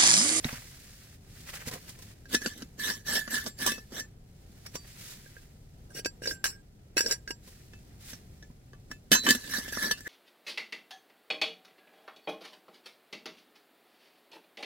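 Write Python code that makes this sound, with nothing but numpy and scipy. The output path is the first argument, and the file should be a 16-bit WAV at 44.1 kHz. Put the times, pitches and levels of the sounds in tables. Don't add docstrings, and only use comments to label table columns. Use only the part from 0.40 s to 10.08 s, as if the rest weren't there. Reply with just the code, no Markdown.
import sys
import numpy as np
from scipy import signal
from scipy.fft import rfft, irfft, next_fast_len
from scipy.io import wavfile
from scipy.ndimage import uniform_filter1d

SR = 44100
rng = np.random.default_rng(int(sys.argv[2]) if len(sys.argv) > 2 else 0)


def to_wav(s):
    ch = np.atleast_2d(s).T
    pcm = np.round(np.clip(ch, -1, 1) * 32767)
    wavfile.write(sys.argv[1], SR, pcm.astype(np.int16))


N = 426888
SIZE = next_fast_len(N + SR)
HZ = np.fft.rfftfreq(SIZE, 1 / SR)
CHATTER_T60_S = 0.038


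def gain_of(db):
    return 10 ** (np.asarray(db) / 20)


def unit_rms(x):
    return x / np.sqrt(np.mean(abs(x) ** 2) + 1e-20)


def curve(points, hz, column=1):
    table = np.transpose(points)
    return np.interp(np.log(hz + 1), np.log(table[0] + 1), table[column])


def colour(points):
    db = np.maximum(curve(points, abs(np.fft.fftfreq(4096, 1 / SR))), -90)
    log_response = np.conj(signal.hilbert(np.log(gain_of(db))))
    taps = np.fft.ifft(np.exp(log_response)).real[:2048]
    return unit_rms(rfft(taps, SIZE))


def dying_sines(modes):
    hz, db, t60 = np.transpose(modes)[:, :, None]
    t = np.arange(SR // 3) / SR
    phase = 2 * np.pi * rng.random((2, len(modes), 1)) * [[[0]], [[1]]]
    return gain_of(db - 60 * t / np.maximum(t60, .01)) * np.sin(2 * np.pi * hz * t + phase)


def ringing(modes):
    return unit_rms(rfft(dying_sines(modes).sum(1), SIZE))


def grain(spread_db, span_s):
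    flicker = unit_rms(uniform_filter1d(rng.exponential(1, N) - 1, max(round(span_s * SR), 1)))
    return unit_rms(rng.standard_normal((2, N)) * gain_of(spread_db * np.clip(flicker, -3, 3)))


def blows(rows, t60=CHATTER_T60_S):
    strikes = np.zeros((len(rows[0]) - 1, N))
    for start, db, *offsets_db in rows:
        strikes[:, round(start * SR)] += gain_of(db + np.array([0, *offsets_db]))
    decay = gain_of(-60 * np.arange(SR // 8) / SR / t60)
    return strikes, abs(signal.oaconvolve(strikes, decay[None], axes=1)[:, :N])


def strokes(rows, grip_s=.025, rise_db=30.5, fall_db=31):
    out = np.zeros((len(rows[0]) - 4, N))
    for start, push, let_off, first_db, last_db, *offsets_db in rows:
        corners = np.cumsum([start - grip_s, grip_s, push, 2 * let_off])
        at = np.arange(max(round(corners[0] * SR), 0), min(round(corners[-1] * SR), N))
        db = np.interp(at / SR, corners, [first_db - rise_db, first_db, last_db, last_db - 2 * fall_db])
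        out[:, at] += gain_of(db + np.array([0, *offsets_db])[:, None])
    return out


def ports(paths, likeness, lead, left_db):
    likeness = np.clip(likeness, -1, 1)
    right = likeness * np.exp(1j * lead) * paths[0] + np.sqrt(1 - likeness ** 2) * paths[1]
    tilt = gain_of(left_db / 2)
    return irfft(np.array([paths[0] * tilt, right / tilt]), SIZE)[:, :N]


# frequency in Hz, relative level in dB.
WOODS_SPECTRUM = [(12, -46), (20, -6), (83, -5.5), (134, -6.5), (228, -15), (328, -21.5), (377, -19),
                  (624, -28.5), (802, -28), (873, -38.5), (949, -33), (1120, -40.5), (1220, -35.5),
                  (14300, -55), (16000, -60)]
# frequency in Hz, left-right likeness from -1 to 1.
WOODS_LIKENESS = [(60, 0.99), (180, 0.96), (550, 0.43), (1650, -0.38), (4970, -0.67), (15000, -0.65)]


def woods(level_db=-52.5):
    t = np.arange(N) / SR
    waves = [np.sin(2 * np.pi * (hz * t + rng.random())) / np.sqrt(hz) for hz in np.geomspace(.5, 12, 12)]
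    swell = gain_of(unit_rms(sum(waves)))
    rumble = rfft(rng.standard_normal((2, N)) * swell, SIZE) * gain_of(curve(WOODS_SPECTRUM, HZ))
    return gain_of(level_db) * unit_rms(ports(rumble, curve(WOODS_LIKENESS, HZ), lead=0, left_db=0.5))


# frequency in Hz, relative level in dB.
NYLON_SPECTRUM = [(1100, -14), (1800, -5.5), (3000, -5.5), (5000, -2.5), (8500, -5.5), (12000, -8),
                  (15300, -9), (16500, -16)]
RUB_SPECTRUM = [(300, -33), (520, 3), (900, 1), (1300, 1.5), (1900, 5.5), (2600, 2.5), (5000, -15.5)]
# time in seconds, rustle level in dB.
STEADY_RUSTLE = [(0, -52), (.25, -52), (.75, -57.5), (.78, -68), (.87, -62), (.97, -54.5), (1.4, -54.5),
                 (1.56, -58.5), (1.72, -55.5), (1.75, -65.5), (2.64, -66.5), (3.6, -62.5), (3.751, -73),
                 (4.25, -60.5), (4.45, -58.5), (4.47, -53), (5.03, -60), (5.08, -65.5), (5.3, -69),
                 (5.55, -67), (6.3, -72.5), (6.95, -68.5), (7.48, -66), (8., -66), (8.17, -70),
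                 (8.68, -69.5), (9.68, -57.5)]
# start, push and let-off in seconds, rustle in dB at the start
# and end of the push, dull rub in dB against the rustle.
SLEEVE_BRUSHES = [(.05, 0.12, 0.13, -45.5, -52.5, 1.5), (1.075, 0.03, 0.025, -54.5, -43.5, 3.5),
                  (1.14, .02, 0.055, -47, -44, 4.5), (1.205, .01, 0.047, -55, -55, 4),
                  (1.265, 0.023, 0.024, -48, -38.5, -3.5), (1.32, 0.018, 0.041, -56, -47.5, 0.5),
                  (1.48, 0.015, 0.045, -56, -48, -4), (4.258, 0.0087, 0.02, -69, -45, 1.5),
                  (4.34, 0.019, 0.024, -57, -39, -3), (4.59, 0.13, 0.12, -52.5, -50, -20),
                  (7.03, 0.043, 0.43, -67, -57.5, -15), (7.61, 0.097, .12, -59.5, -45.5, -10.5),
                  (8.505, 0.027, .06, -83, -61, -10)]


def sleeves():
    steady = gain_of(np.interp(np.arange(N) / SR, *np.transpose(STEADY_RUSTLE)))
    rustle, rub = strokes(SLEEVE_BRUSHES) + steady * gain_of([[0], [-9]])
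    bright = colour(NYLON_SPECTRUM) * rfft(rustle * grain(spread_db=1.0, span_s=0.0058), SIZE)
    dull = colour(RUB_SPECTRUM) * rfft(rub * grain(spread_db=4.0, span_s=0.014), SIZE)
    return bright + dull


# pitch in Hz, relative level in dB, t60 in seconds.
GROUND_MODES = [(151, 0, 0.06), (235, 0.0032, 0.067)]
BOARD_MODES = [(513, 9, 0.038), (715, 2, 0.067), (1000, 6.5, 0.045)]
# start in seconds, relative blow in dB, then offsets in dB for woody knock and puff.
BOARD_THUDS = [(.053, -21, -27, -24), (.13, -31, -19, -18), (1.004, -46, -28, -2), (1.273, -30.5, -9, -5),
               (1.313, -43, 3.5, 3), (1.336, -35.5, -7.5, -1), (1.355, -45, -3.5, -8),
               (1.493, -48, -10.5, 7), (1.589, -52.5, -3, 5.5), (1.622, -45.5, -15, 0.5),
               (4.347, -38, -10.5, -11), (7.075, -52, -1.5, 2.5), (7.389, -67, -19, 8),
               (8.102, -40.5, -20, -29)]


def board():
    strikes, chatter = blows(BOARD_THUDS, t60=0.1)
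    push = ringing(GROUND_MODES)[:1] * rfft(gain_of(19) * strikes[0], SIZE)
    wood = ringing(BOARD_MODES)
    rattle = gain_of(-1) * chatter[1] * rng.standard_normal((2, N))
    knock = wood * rfft(gain_of(17.5) * strikes[1] + rattle, SIZE)
    puff = colour(NYLON_SPECTRUM) * rfft(gain_of(-2) * chatter[2] * rng.standard_normal((2, N)), SIZE)
    return push + knock + puff


# pitch in Hz, relative level in dB, t60 in seconds.
RIM_MODES = [(990, -0.5, 0.06), (1157, -0.5, 0.13), (1440, -8, 0.067)]
EDGE_MODES = [(1240, -19, .04), (2200, -1, 0.023), (3610, -7, .02), (3870, 1, 0.015)]
# start in seconds, relative blow in dB.
RIM_BLOWS = [(.1274, -42.5), (2.0607, -34), (2.878, -42), (3.063, -40.5), (3.27, -22.5), (4.355, -41.5),
             (8.3327, -54), (8.7166, -31), (8.7507, -20.5), (8.8649, -23.5), (8.9073, -36), (9.1368, -42),
             (9.3736, -45), (9.511, -38)]


def rims():
    strikes, chatter = blows(RIM_BLOWS)
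    rim = ringing(RIM_MODES)
    rattle = gain_of(-4) * chatter * rng.standard_normal((2, N))
    clacks = rim * rfft(gain_of(16) * strikes + rattle, SIZE)
    edge_strike, _ = blows([(.045, -4)])
    return clacks + ringing(EDGE_MODES) * rfft(edge_strike, SIZE)


# start in seconds, pitch in Hz, level in dB, length in seconds.
LINGERING_TONES = [(1.96, 2480, -40, 0.06), (3.078, 7500, -48.5, 0.12), (3.272, 1763, -37, 0.18),
                   (3.306, 2625, -37, 0.1), (3.6, 1770, -37, 0.065), (4.36, 4640, -46.5, .12),
                   (5.908, 1570, -44.5, 0.12), (6.058, 1607, -49, 0.16), (8.72, 6363, -20, 0.083),
                   (8.727, 3989, -26.5, 0.23), (8.91, 3989, -38, 0.094), (9.52, 2800, -46, 0.084),
                   (6.73, 7214, -50, 0.08), (6.07, 5324, -40.5, 0.1), (8.73, 4339, -30.5, 0.15),
                   (5.93, 7540, -55, 0.11), (6.06, 7540, -53, .17), (6.57, 2622, -36, .03)]


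def lingering(fall_db=19):
    out = np.zeros((2, SIZE))
    phases = rng.random((len(LINGERING_TONES), 2, 1))
    for (start, hz, db, length), phase in zip(LINGERING_TONES, phases):
        t = np.arange(round(length * SR)) / SR
        tone = gain_of(db - fall_db * t / length) * np.sin(2 * np.pi * (hz * t + phase))
        out[:, round(start * SR):][:, :len(t)] += tone * signal.windows.tukey(len(t), .2)
    return rfft(out)


def thread_friction(patchy_db=4.0):
    bands = signal.stft(grain(spread_db=2.0, span_s=0.0017), nperseg=256, noverlap=128)[2]
    patches = uniform_filter1d(rng.standard_normal(bands.shape[1:]), size=3, axis=0)
    patches = unit_rms(uniform_filter1d(patches, size=10, axis=1))
    friction = signal.istft(bands * gain_of(patchy_db * patches), nperseg=256, noverlap=128)[1]
    return unit_rms(friction[:, :N])


def free_rings(hz, modes, hits, loose_s, focus_db_per_octave=28):
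    sines = dying_sines(np.transpose([hz, modes[:, 1], modes[:, 2]]))
    t = np.arange(sines.shape[-1]) / SR
    damping = 1 / (1 + np.exp((t - loose_s) / 0.0073))
    out = np.zeros((2, SIZE))
    scatter_db = 3 * rng.standard_normal((len(hits), len(hz)))
    for (start, db, _, lowest_db, _, free_db, favoured_hz), chance_db in zip(hits, scatter_db):
        off_pitch_db = np.minimum(focus_db_per_octave * abs(np.log2(hz / favoured_hz)), 18)
        weight_db = free_db + chance_db - off_pitch_db
        weight_db[0] = lowest_db - 21
        out[:, round(start * SR):][:, :len(t)] += gain_of(db + weight_db) @ sines * damping
    return rfft(out)


# frequency in Hz, relative level in dB.
BRIGHT_SCRAPE = [(1120, -34), (1900, -2.5), (2040, -6), (2530, -10.5), (3100, -7), (5020, -9.5),
                 (5490, -4.5), (6270, -8.5), (9630, -15.5), (10500, -13.5), (16000, -17.5)]
LOW_SCRAPE = [(71, -44), (120, -10.5), (210, -17), (244, -5.5), (644, -12), (913, -18.5), (1500, -5.5),
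              (1950, -16), (3300, -120)]


def steel_vessel(hz, modes, hollow_modes, rubs, hits, friction,
                 modes_db, strike_db, chatter_db, rub_db, sheen_db, dull_db, loose_s):
    hz, modes = np.array(hz), np.array(modes)
    strikes, chatter = blows([hit[:5] for hit in hits])
    strikes *= gain_of(strike_db)[:, None]
    rubbing = gain_of(rub_db) * strokes(rubs)
    forces = gain_of(chatter_db) * chatter
    forces[:3] += rubbing
    forces[3] += gain_of(sheen_db) * rubbing[0]
    grip = 0.33
    held = np.transpose([hz, modes[:, 0], grip * modes[:, 2]])
    wall = colour(BRIGHT_SCRAPE) + gain_of(modes_db) * ringing(held[1:])
    hollow = gain_of(dull_db) * colour(LOW_SCRAPE) + ringing(hollow_modes)
    twin = held[:1] * [1.04, 1, .3]
    lowest = ringing(held[:1]) + gain_of(-10.5) * ringing(twin)
    sheen_share = np.clip((HZ - 7500) / 1000 + .5, 0, 1)
    parts = [wall * (1 - sheen_share), hollow, lowest, wall * sheen_share]
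    driven = sum(unit_rms(part) * rfft(friction * force + strike, SIZE)
                 for part, force, strike in zip(parts, forces, strikes))
    bass_cut = HZ ** 3 / (HZ ** 3 + 197.0 ** 3)
    return bass_cut * (driven + free_rings(hz, modes, hits, loose_s))


CUP_PITCHES = [1616, 2622, 2907, 4620, 5324, 5650, 5819, 6578, 6850, 7214, 7540, 8027, 8791, 9270, 10550,
               11730, 12940, 13450]
# relative level in dB when held and when free, free t60 in seconds.
CUP_MODES = [(0, -18.5, 0.24), (-16, -5, 0.17), (8, -31, 0.049), (-3, -2.5, 0.18), (5.5, 2, 0.074),
             (-22, -6, 0.18), (1, -16, 0.18), (-19, -22, 0.096), (-32.5, -5.5, 0.11), (-14, -8.5, 0.2),
             (-11, -25.5, 0.52), (-1.5, -11, 0.14), (-6.5, -11.5, 0.092), (-6, -19, 0.11), (-6.5, -8, 0.17),
             (-38.5, -7.5, 0.14), (-9.5, -35, 0.17), (-16.5, -17.5, .1)]
# pitch in Hz, relative level in dB, t60 in seconds.
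CUP_AIR = [(380, -9.5, 0.011), (498, 14, 0.0071), (651, -8.5, 0.032), (940, -14, 0.1)]
# start, push and let-off in seconds, relative
# pressure in dB at the start and end of the push, then offsets in dB for hollow air and lowest ring.
CUP_SLIDES = [(5.505, 0.015, .03, -56, -56, 9, 0), (5.551, 0.045, .025, -40.5, -33.5, -4.5, -10.5),
              (5.829, 0.079, 0.068, -43.5, -31.5, -6.5, -8), (6.059, 0.012, 0.088, -31.5, -30, -31, -0.5),
              (6.586, .015, .08, -26, -31.5, -30, -1), (6.63, 0.085, .07, -47, -30.5, -1.5, -6),
              (6.89, 0.018, 0.021, -46, -46, -9, 3)]
# start in seconds, relative blow in dB, offsets in dB for hollow air,
# lowest ring, sheen and free ring, then favoured pitch in Hz.
CUP_CLINKS = [(1.856, -46, -15, -7, -23.5, -9, 2570), (4.2624, -40, -21, -30, -16, -4, 5530),
              (4.355, -30.5, -3.5, -34, -9, -3, 6800), (4.8618, -57.5, 7, 1, -13, -10, 3870),
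              (4.9669, -54, 6, 4, -6.5, -10, 2650), (5.6479, -22, -26.5, -34, -19, -5, 2840),
              (5.6587, -18.5, -4, -16, -4.5, -13, 4620), (5.82, -43, 4, -5, -7, -17, 5500),
              (5.8364, -34.5, -5, -12, -18, -15, 5610), (5.8572, -34.5, -2, -2.5, -14, -21, 5650),
              (5.8738, -29, 0, -17, -19, 0, 4610), (5.9107, -32, -11, -6, -16.5, -6, 6060),
              (6.042, -16.5, -48.5, -12.5, -1, -27.5, 5600), (6.0559, -27, -37, -3.5, -6, -15, 8000),
              (6.0644, -28, -52.5, -27, -29.5, 3, 7940), (6.569, -18.5, -6, -18.5, -8, -0.5, 2630),
              (6.5786, -16.5, -35, -14, 0, -5, 5820), (6.6072, -23, -3.5, -6.5, 3, 2, 5740),
              (6.662, -25.5, -2, -10.5, -14, -0.5, 5570), (6.711, -26.5, -13, -12, 2, 7, 5470),
              (6.723, -25.5, -20.5, -16, 3, -12, 5500), (6.8764, -32, -10.5, -9.5, -22, -7, 3800),
              (6.9066, -25, -4, -19.5, -12, -12, 5400)]


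def cup(friction):
    return steel_vessel(CUP_PITCHES, CUP_MODES, CUP_AIR, CUP_SLIDES, CUP_CLINKS, friction,
                        modes_db=0.0, strike_db=[4.2, 16.9, 27.5, 2.4], chatter_db=-7.5,
                        rub_db=-6.0, sheen_db=-1.5, dull_db=-7.5, loose_s=0.046)


TUMBLER_PITCHES = [1739, 2020, 2625, 3047, 3569, 3989, 4339, 4660, 5330, 5540, 5820, 6239, 6363, 6830, 7461,
                   7610, 8032, 8750, 9340, 10600, 11460, 12930]
# relative level in dB when held and when free, free t60 in seconds.
TUMBLER_MODES = [(0, 0.5, 0.22), (2, -42, 0.037), (-27, -9, 0.35), (-18, -6, 0.1), (-16, -10, 0.23),
                 (-15.5, -18.5, 0.21), (-25.5, -22.5, 0.5), (-8.5, -5.5, 0.091), (-16.5, -10.5, 0.26),
                 (-4, 0.5, 0.054), (-4, 1, 0.091), (-16.5, -13.5, 0.076), (-22.5, -0.5, 0.11),
                 (-20, -17, 0.51), (-22, -14, 0.18), (-23, -7, 0.31), (-19, -4, 0.064), (-26, -9, 0.24),
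                 (-18.5, -17, 0.12), (-12.5, -22.5, 0.11), (-19, -13, 0.097), (-16, -17, 0.13)]
# pitch in Hz, relative level in dB, t60 in seconds.
TUMBLER_AIR = [(248.5, -2.5, 0.042), (313, -16, 0.025), (470, -9.5, 0.0054)]
# start, push and let-off in seconds, relative
# pressure in dB at the start and end of the push, then offsets in dB for hollow air and lowest ring.
THREAD_TWISTS = [(1.895, 0.053, 0.055, -55, -30.5, 1.5, -7.5), (2.015, 0.053, .03, -47.5, -47, 3, 1.5),
                 (2.074, 0.0081, 0.086, -47, -44, -7, 2.5), (2.12, 0.097, 0.078, -59, -54.5, 3, -10),
                 (2.394, 0.092, 0.13, -41.5, -33, -3.5, 0), (2.669, 0.094, 0.13, -38.5, -32, -9.5, 2.5),
                 (2.906, 0.039, .14, -41, -31, -7, 2), (3.041, 0.032, 0.044, -66, -39.5, 4, -13),
                 (3.189, 0.038, 0.073, -44, -32.5, -7.5, 0), (3.26, 0.016, 0.12, -37.5, -28, -9, -3.5),
                 (3.525, 0.066, 0.063, -50, -41.5, 5.5, -2), (8.506, 0.013, 0.013, -64.5, -48, 14, 5),
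                 (8.733, 0.021, 0.069, -21.5, -28.5, -2, 1.5), (8.839, 0.065, 0.091, -44, -26, -0.5, 3),
                 (8.998, 0.082, 0.055, -52.5, -47, -5, -3.5), (9.099, 0.049, 0.24, -42, -36, -6.5, 2.5),
                 (9.23, 0.068, 0.034, -65, -52, -4, 2), (9.331, 0.14, 0.08, -44.5, -36.5, -8, 5.5),
                 (9.523, 0.0043, .04, -33, -43, -0.5, -19), (9.579, 0.031, .03, -52, -62.5, 4, 0),
                 (9.662, 0.014, .03, -58.5, -49, 7, 16)]
# start in seconds, relative blow in dB, offsets in dB for hollow air,
# lowest ring, sheen and free ring, then favoured pitch in Hz.
TUMBLER_KNOCKS = [(.046, -30, 2, -19, -26, -12, 3670), (0.1262, -38, 5, -27, -17, -0.5, 4500),
                  (1.947, -18, -2, -0.5, -31, -18, 3500), (2.018, -39.5, 6, -4, -13, -14, 5830),
                  (2.0603, -22.5, 5.5, -36, -21, -21, 2380), (2.1763, -45, -14, -14, 2, -15, 4400),
                  (2.221, -33, 3, -16, -12, -21, 2300), (2.5008, -29.5, -13, -4, -14, 0, 3720),
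                  (2.753, -24.5, -26, -17, -25, -16, 5520), (2.877, -35, 10, 2, -20, -23, 2370),
                  (2.944, -59, -11, -17, -16, -15, 3500), (3.063, -26.5, -3, -15, -20, -18, 3730),
                  (3.264, -21, -23.5, -8, 0.5, -3.5, 6340), (3.3184, -27, -1, -13, -12, -12.5, 2620),
                  (3.381, -43, 11, -10, -18, -10, 3990), (3.522, -49, 14, -12, -5, -10, 5540),
                  (3.5968, -38, -39, 5, 0, 3, 5670), (7.3348, -44.5, 8, -2, -22, -5.5, 2644),
                  (7.7327, -35.5, 2, -7, -16, -11, 5350), (8.026, -48.5, 7, 0, -15.5, -6, 5600),
                  (8.3325, -53.5, 14, 2, -17, 0.5, 2800), (8.514, -40.5, -4, 7, -21, -1, 2600),
                  (8.7171, -7, 0, -11, -5, -1.5, 3220), (8.729, -23, -25, 1.5, -9, 10.5, 3100),
                  (8.7523, -24, 1, -21, -24, 2, 6300), (8.8656, -25.5, -19, 9.5, -14, 3, 3050),
                  (8.8886, -18, -12, -3.5, -1, 1.5, 3040), (8.9057, -12, -11, -24, -4, -21, 4620),
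                  (8.95, -28.5, 6, -11, 0, -10, 5700), (9.1364, -35.5, -24, 7, 2, -4, 5350),
                  (9.1839, -43.5, 19.5, -19, 8, 2, 7600), (9.281, -34.5, 3.5, -30, -7, -11, 3130),
                  (9.3248, -43, 15, -2, 7, -6.5, 5360), (9.3727, -40.5, 21, 0, -12, -6, 5300),
                  (9.4269, -38.5, -28, 4, 13, 2, 5450), (9.511, -19.5, -18, -2, -8, -10, 3050),
                  (9.6067, -45, -9, 7.5, 4, -10, 7720), (9.669, -47, 12, 12, -23, 3, 2330)]


def tumbler(friction):
    return steel_vessel(TUMBLER_PITCHES, TUMBLER_MODES, TUMBLER_AIR, THREAD_TWISTS, TUMBLER_KNOCKS,
                        friction, modes_db=-1.5, strike_db=[3.8, 10.0, 19.4, 2.1], chatter_db=-4.5,
                        rub_db=1.0, sheen_db=-2.5, dull_db=-8, loose_s=.065)


# frequency in Hz, left-right likeness,
# lead of the right port in radians, left minus right in dB.
NEAR_PORTS = [(100, 0.94, .1, 1), (350, 0.95, 0.17, 0), (770, 0.83, 1.9, -1), (1050, 0.83, 1.64, 0),
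              (1730, 0.73, 0.49, -2.5), (2400, 0.15, 1.1, 1.5), (3620, 0.1, 0.53, -2.),
              (5250, .3, 2.87, -3), (8000, 0.22, 2.03, 0), (15000, .15, 4.9, 0.5)]


def scene():
    friction = thread_friction()
    near = tumbler(friction) + cup(friction) + lingering() + rims() + board() + sleeves()
    likeness, lead, left_db = (curve(NEAR_PORTS, HZ, column) for column in (1, 2, 3))
    return ports(near, likeness, lead, left_db) + woods()


def record(dry):
    lowpass = signal.firwin(511, 16050, window=("kaiser", 9), fs=SR)
    return signal.oaconvolve(dry, lowpass[None], "same", axes=1)


dry = scene()
out = record(dry)
to_wav(out)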